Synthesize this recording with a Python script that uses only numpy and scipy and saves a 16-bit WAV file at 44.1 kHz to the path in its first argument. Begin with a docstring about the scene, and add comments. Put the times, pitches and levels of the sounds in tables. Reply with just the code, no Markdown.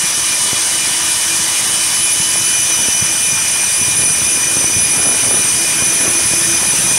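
"""Close to a core drill on a stand, cutting a wet concrete floor in a small bare room.
At first the bit is loose and chatters lightly; after about two seconds the feed firms up and it fades.
Throughout, the motor sags once per turn of the bit; gears whine, the motor whistles, the rim grinds in
hissing slurry. Gear and motor lines follow the shaft; grinding, slurry and air are shaped noise.
Later the draught of cooling air freshens, with gusts and thumps buffeting the microphone."""
import sys
import numpy as np
from scipy import signal
from scipy.fft import rfft, irfft, next_fast_len
from scipy.io import wavfile
from scipy.ndimage import uniform_filter1d, minimum_filter1d

SR = 44100
rng = np.random.default_rng(int(sys.argv[2]) if len(sys.argv) > 2 else 0)


def wav_out(sig):
    """Save sig, one row per channel (or a flat mono array), as 16-bit PCM at SR to the path in sys.argv[1]."""
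    wavfile.write(sys.argv[1], SR, np.round(np.clip(np.atleast_2d(sig).T, -1, 1) * 32767).astype(np.int16))


N = 307818

PINION_TEETH, WHEEL_TEETH, SECOND_TEETH = 9, 69, 14
WHISTLE_ORDER = 30  # whistle cycles per motor turn
FIRST_BIND_S, BIT_TURN_S = .098, .2543  # the rim binds once per turn of the bit
TOP_HZ = 15750  # upper band limit
CEILING = .66  # limiter ceiling, full scale = 1

# Motor speed before the sag: (time [s], speed [turns/s])
MOTOR_SPEED = [(0, 329.8), (1.3, 330.5), (1.8, 332.2), (2.25, 332.8), (3.2, 332.0), (4.3, 332.5),
               (4.65, 333.1), (5.35, 331.7), (6.0, 334.6), (6.98, 334.7)]
# The binding spot wanders round the rim: (time [s], lateness [s])
BIND_LATENESS = [(0, .003), (.85, .015), (1.6, -.004), (3.7, -.01), (4.7, -.005), (5.9, .012), (6.98, 0)]
# Looseness of the bit in the cut: (time [s], looseness [0-1])
LOOSENESS = [(0, 1), (1.8, .95), (2.6, 0.28), (4, 0.06), (6.98, 0.08)]
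# Whine of the pinion: (time [s], tooth rate [dB], 2nd harmonic [dB], 3rd harmonic [dB])
PINION_LEVELS = [(0, -30.5, -24.5, -29), (0.8, -26.5, -27.0, -23), (1.5, -30.5, -30.0, -25.5),
                 (1.75, -27, -33, -20), (2.25, -27, -26, -31), (2.7, -26.5, -18.0, -25.0),
                 (3.3, -32.0, -20.0, -23.5), (3.8, -33.0, -21.5, -20), (4.6, -34.5, -17.5, -20),
                 (5.05, -33, -19.5, -22), (5.65, -32, -21, -19.0), (6.1, -44, -20, -25),
                 (6.5, -35, -21, -22.5), (6.98, -40, -18.5, -19.5)]
# Slow swell of the motor's top whistle, before its stutter: (time [s], level [dB])
WHISTLE_SWELL = [(0, -22), (0.25, -21.5), (0.65, -30), (1.3, -25), (1.75, -33), (2.0, -17.5), (2.7, -21.5),
                 (3.7, -24), (4.0, -16.5), (4.45, -23.5), (5.0, -14.5), (5.35, -14.5), (5.55, -21),
                 (6.0, -16.5), (6.98, -21)]
# How far the whistle jumps or drops while the rim binds: (time [s], change [dB])
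WHISTLE_AT_BIND_CHANGE = [(0, -4), (.85, 7.5), (2.9, 6), (3.9, -1), (6.98, -2.5)]
# Drone of rotor unbalance: (time [s], level [dB])
DRONE_LEVEL = [(0, -43.5), (2.2, -39), (3.3, -44), (5.5, -40.5), (6.1, -33), (6.98, -37)]
# Weak rotor lines, at their level for a fully loose bit: (multiple of motor speed [-], level [dB])
ROTOR_LINES = [(2, -48.5), (3, -43.5), (10, -42.5), (12, -45), (15, -39.5), (21, -52), (24, -41), (26, -43)]
# Weak lines of the second mesh, likewise: (multiple of its tooth rate [-], level [dB])
MESH_LINES = [(1, -56), (2, -45.5), (3, -40), (6, -42)]
# Noise of the cut and the fan: (time [s], grinding [dB], slurry [dB], fan air [dB])
CUT_LEVELS = [(0, -23, -21, -22), (1.8, -22.2, -19.5, -20.5), (2.5, -22.5, -21, -20.5),
              (4.8, -23, -22.8, -21), (6.98, -21, -21, -19.5)]
# Spectrum shape of the grinding rim: (frequency [Hz], relative density [dB per Hz])
GRIND_SPECTRUM = [(200, -24), (500, -11.5), (950, -1.5), (1200, -5.5), (1550, -1.5), (1950, -1), (2350, 0),
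                  (2750, -1.5), (3400, -2), (3900, -2.5), (4350, -6), (4750, 1), (5600, -2.5), (6800, -5.5),
                  (10000, -26)]
# Spectrum shape of the hissing slurry: (frequency [Hz], relative density [dB per Hz])
SLURRY_SPECTRUM = [(3500, -43), (5200, -1), (6200, 4), (6700, 1.5), (7300, -1), (8100, 1), (8700, -9.5),
                   (9500, 3.5), (11000, -24), (16000, -37)]
# Spectrum shape of the fan air: (frequency [Hz], relative density [dB per Hz])
AIR_SPECTRUM = [(6000, -59), (8400, -5), (9300, -1.5), (9700, -2.5), (10400, -5), (11000, -8.5),
                (11400, -9.5), (12000, -15), (12700, -20.5), (13500, -20.5), (14500, -24), (16000, -26)]
# Ringing of the steel barrel and stand: (frequency [Hz], width [Hz], relative level [dB])
BARREL_MODES = [(958, 27, 7), (1194, 22, 10), (1813, 40, 4.5), (3350, 120, 8.5), (3870, 580, 5.5),
                (4900, 960, 3.5), (6200, 170, -4)]
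# Decay of the bare room: (frequency [Hz], time to fall 60 dB [s])
ROOM_DECAY = [(100, 0.18), (2000, 0.39), (12000, 0.39)]
# The draught slowly freshens: (time [s], large eddies [dB], small eddies [dB])
BREEZE_LEVELS = [(0, -37.5, -39), (3.6, -35.5, -38), (4.6, -34, -33.5), (6.98, -30.5, -32.5)]
# Gusts: (centre [s], length [s], lift of the large eddies [dB], lift of the small eddies [dB])
GUST_LIFTS = [(2.85, 0.12, 2, 4.5), (3.817, 0.064, 8.5, 3.5), (4.044, 0.17, 7, 9), (4.6, 0.14, -4, 5.5),
              (4.777, .12, 9, 1.5), (5.046, 0.17, 2, 10.5), (5.326, 0.15, 5, 12), (6.07, 0.15, -2, 7.5),
              (6.383, .12, 1, 1)]
# Spectrum shape of the large eddies: (frequency [Hz], relative density [dB per Hz])
LARGE_EDDY_SPECTRUM = [(20, -24), (40, -21), (58, -10), (75, -0.5), (120, 1.5), (200, -0.5), (300, -11),
                       (500, -15.5), (1500, -50)]
# Spectrum shape of the small eddies: (frequency [Hz], relative density [dB per Hz])
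SMALL_EDDY_SPECTRUM = [(100, -23), (250, 1), (420, 0), (700, -3), (1100, -10), (1500, -5.5), (2500, -48)]
# Single eddies that thump the microphone: (time [s], peak before a common trim [dB])
THUMPS = [(0.531, -9.5), (2.79, -14), (2.885, -10), (4.036, -11), (4.569, -6), (4.643, -7), (5.07, -16),
          (5.096, -15), (5.823, -5.5), (6.003, -13), (6.079, -7), (6.336, -9), (6.914, -9)]


def each_turn(delay_s, width_s):
    """One short hump, 0-1, per turn of the bit, delay_s after the rim binds."""
    late_s, = curves(BIND_LATENESS)
    since_bind_s = np.arange(N) / SR - FIRST_BIND_S - late_s - delay_s
    bit_turns = since_bind_s / BIT_TURN_S
    from_nearest_s = (bit_turns - np.round(bit_turns)) * BIT_TURN_S
    return np.exp(-(from_nearest_s / width_s) ** 2)


def binding(width_s=.033):
    """Extra drag on the bit, 0-1: one short hump per turn."""
    return each_turn(0, width_s)


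def shaft(drag, sag_hz=1.8):
    """Turns made by the motor, which slows under drag by up to sag_hz turns per second."""
    speed, = curves(MOTOR_SPEED)
    return np.cumsum(speed - sag_hz * drag) / SR


def pinion(turns, slack, drag, upper_db=-1.0, lower_db=-9, unload_db=-6.0):
    """The pinion's tooth rate and harmonics; the eccentric wheel adds side tones to the harmonics."""
    first_db, double_db, triple_db = curves(PINION_LEVELS)
    teeth = PINION_TEETH * turns
    wheel = teeth / WHEEL_TEETH
    # a loose bit that binds lifts the teeth out of firm contact
    first = amp(first_db + unload_db * slack * drag) * tone(teeth, flutter=.15, rough=.08)

    above = amp(upper_db) * tone(2 * teeth + wheel, flutter=0.83, rough=0.25)
    below = amp(lower_db) * tone(2 * teeth - wheel, flutter=0.68, rough=0.41)
    double = unit(tone(2 * teeth, flutter=0.41, rough=0.16) + above + below)

    triple = tone(3 * teeth, flutter=.4, rough=.28)
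    triple += amp(-11) * tone(3 * teeth + wheel, flutter=0.66, rough=0.19)
    return first + amp(double_db) * double + amp(triple_db) * unit(triple)


def second_mesh(turns, slack, firm_db=-26.5, loose_db=-10, surge_db=10, dip_db=-4, uneven_db=2):
    """The slower mesh sings on its 4th harmonic, dipping each turn; a loose bit makes it surge unevenly."""
    teeth = turns * PINION_TEETH / WHEEL_TEETH * SECOND_TEETH
    surge = each_turn(delay_s=-0.043, width_s=0.035)
    dip = each_turn(delay_s=0.045, width_s=0.017)
    looseness_db = loose_db + surge_db * surge + uneven_db * wobble(7.7)
    level_db = firm_db + slack * looseness_db + dip_db * dip
    return amp(level_db) * tone(4 * teeth, flutter=0.34, rough=0.26, flutter_hz=32)


def whistle(turns, dip_db=-8, lead_dip_db=-4, waver_db=2):
    """The motor's top line stutters with every turn of the bit: it dips just before and after the bind."""
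    level_db, = curves(WHISTLE_SWELL)
    bind_db, = curves(WHISTLE_AT_BIND_CHANGE)
    before = each_turn(delay_s=-.05, width_s=.012)
    during = each_turn(delay_s=0, width_s=.02)
    after = each_turn(delay_s=.034, width_s=.018)
    stutter_db = lead_dip_db * before + bind_db * during + dip_db * after
    line = tone(WHISTLE_ORDER * turns, flutter=.2, rough=.18)
    return amp(level_db + stutter_db + waver_db * wobble(10)) * line


def hum(turns, slack, waver_db=2, loose_db=2):
    """Rotor drone, plus weak wavering rotor and second-mesh lines that are stronger while the bit is loose."""
    drone_db, = curves(DRONE_LEVEL)
    drone = amp(drone_db) * tone(turns, flutter=.7, rough=.15)

    mesh_turns = turns * PINION_TEETH / WHEEL_TEETH * SECOND_TEETH
    lines = [(order * turns, db) for order, db in ROTOR_LINES]
    lines += [(order * mesh_turns, db) for order, db in MESH_LINES]
    weak = np.zeros(N)
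    for cycles, db in lines:
        wave = np.sin(2 * np.pi * (cycles + rng.random()))
        weak += amp(db) * unit(amp(waver_db * wobble(14)) * wave)
    return drone + amp(loose_db * (slack - 1.0)) * weak


def cutting(drag):
    """Diamonds grind, slurry hisses round the rim and cooling air rushes out of the motor."""
    grind_db, slurry_db, air_db = curves(CUT_LEVELS)
    grind = patchy(grit(GRIND_SPECTRUM, spiky_db=-0.06, grain_hz=300), depth_db=2.0)
    slurry = patchy(grit(SLURRY_SPECTRUM, spiky_db=0.2, grain_hz=150), depth_db=1.5)
    air = grit(AIR_SPECTRUM, spiky_db=0.85, grain_hz=100)
    grind = amp(grind_db + 0.13 * drag) * grind
    slurry = amp(slurry_db + 0.73 * wobble(27)) * slurry
    air = amp(air_db + 0.23 * wobble(13)) * air
    return grind + slurry + air


def patchy(x, depth_db):
    """Uneven colour: random brief patches of time and frequency make a noise stronger or weaker."""
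    z = signal.stft(x, nperseg=512)[2]
    field = uniform_filter1d(rng.standard_normal(z.shape), size=3, axis=0)  # across frequency
    field = uniform_filter1d(field, size=9, axis=1)  # along time
    return unit(signal.istft(z * amp(depth_db * unit(field)), nperseg=512)[1][:N])


def chatter(slack, level_db=-28):
    """A loose rim scrapes the barrel's resonances into ringing."""
    def body(hz):
        response = 0
        for k, (centre, width, db) in enumerate(BARREL_MODES):
            damping = 1j * hz * width
            mode = damping / (centre ** 2 - hz ** 2 + damping)
            response = response + (-1) ** k * amp(db) * mode  # neighbours in opposite phase
        return response

    scraping = rng.standard_normal(N) * amp(1.9 * wobble(25))
    return amp(level_db) * slack * unit(filtered(scraping, body))


def room(x):
    """Bare walls answer with a noise tail; the bass dies first."""
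    hz, t, z = signal.stft(rng.standard_normal(SR // 2), SR, nperseg=256)
    decay = amp(-60 * t / along(ROOM_DECAY, hz)[:, None])
    tail = signal.istft(z * decay, SR, nperseg=256)[1]
    return signal.fftconvolve(x, tail / np.linalg.norm(tail))[:N]


def draught():
    """Eddies of moving air make a lumpy rumble on the microphone; each gust swells and dies away."""
    large_db, small_db = curves(BREEZE_LEVELS)
    t = np.arange(N) / SR
    for centre, length, large_lift_db, small_lift_db in GUST_LIFTS:
        swell = np.exp(-(2 * (t - centre) / length) ** 2)
        large_db = large_db + large_lift_db * swell
        small_db = small_db + small_lift_db * swell
    large = amp(large_db) * grit(LARGE_EDDY_SPECTRUM, spiky_db=4.0, grain_hz=45)
    small = amp(small_db) * grit(SMALL_EDDY_SPECTRUM, spiky_db=4.2, grain_hz=90)
    return large + small


def puffs(soft_hz=560, low_cut_hz=90, trim_db=-1):
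    """Each strong eddy is one rounded pressure pulse that swings back through the microphone's low cut."""
    def shape(hz):
        s = 1j * hz
        low_cut = s ** 2 / (s ** 2 + s * low_cut_hz + low_cut_hz ** 2)
        return low_cut / (1 + s / soft_hz) ** 2

    pulse = filtered(np.ones(1), shape)[:SR // 10]
    pushes = np.zeros(N)
    for time_s, db in THUMPS:
        pushes[round(time_s * SR)] = amp(db + trim_db) * rng.choice([-1, 1])  # push or pull
    return signal.fftconvolve(pushes, pulse / np.abs(pulse).max())[:N]


def tone(turns, flutter, rough, flutter_hz=12, rough_hz=190):
    """A line of rms 1 with slow flutter and a rough skirt, both in level and in phase."""
    along_wave = 1 + flutter * wobble(flutter_hz) + rough * wobble(rough_hz)
    across_wave = flutter * wobble(flutter_hz) + rough * wobble(rough_hz)
    angle = 2 * np.pi * (turns + rng.random())
    return unit(along_wave * np.cos(angle) + across_wave * np.sin(angle))


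def grit(spectrum, spiky_db, grain_hz):
    """Noise that comes in random clumps, rms 1."""
    return coloured(rng.standard_normal(N) * amp(spiky_db * wobble(grain_hz)), spectrum)


def wobble(width_hz, size=16):
    """A random curve of rms 1 whose motion falls off above width_hz, drawn every size samples."""
    knots = np.arange(0, N + size, size)
    count = next_fast_len(len(knots))
    hz = np.fft.rfftfreq(count, size / SR)
    slow = irfft(rfft(rng.standard_normal(count)) / (1 + (hz / width_hz) ** 2), count)
    return unit(np.interp(np.arange(N), knots, slow[:len(knots)]))


def coloured(x, spectrum):
    """x through a spectrum, at rms 1."""
    return unit(filtered(x, lambda hz: amp(along(spectrum, hz))))


def filtered(x, response):
    """x times a response of frequency."""
    size = next_fast_len(N + SR // 2)
    return irfft(rfft(x, size) * response(np.fft.rfftfreq(size, 1 / SR)), size)[:N]


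def curves(rows):
    """One value per sample for each column after the time."""
    s, *cols = np.transpose(rows)
    return [np.interp(np.arange(N) / SR, s, c) for c in cols]


def along(points, hz):
    """(frequency [Hz], value) points read on a log frequency axis."""
    f, v = np.transpose(points)
    return np.interp(np.log(hz + 1), np.log(f + 1), v)


def amp(db):
    """Decibels to gain."""
    return 10 ** (np.asarray(db) / 20)


def unit(x):
    """Scaled to rms 1."""
    return x / np.sqrt(np.mean(np.abs(x) ** 2) + 1e-20)


def limiter(x, size=70):
    """A fast look-ahead limiter, size samples wide, holds the peaks under a ceiling."""
    needed = np.minimum(1, CEILING / (np.abs(x).max(axis=0) + 1e-9))
    return x * uniform_filter1d(minimum_filter1d(needed, size), size)


def scene():
    """The near machine, the cut with its room sound and the draught, alike in both channels."""
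    drag = binding()
    turns = shaft(drag)
    slack, = curves(LOOSENESS)
    machine = pinion(turns, slack, drag) + second_mesh(turns, slack) + whistle(turns) + hum(turns, slack)
    cut = cutting(drag) + chatter(slack)
    wind = draught() + puffs()
    mono = machine + cut + amp(-11.5) * room(cut) + wind
    return np.array([mono, mono])


def record(dry, top=0.57, hardness=6):
    """Peaks are limited, crests are rounded towards top, and nothing is kept above the band limit."""
    held = limiter(dry)
    rounded = held / (1 + np.abs(held / top) ** hardness) ** (1 / hardness)
    return np.array([filtered(channel, lambda hz: hz < TOP_HZ) for channel in rounded])


dry = scene()
out = record(dry)
wav_out(out)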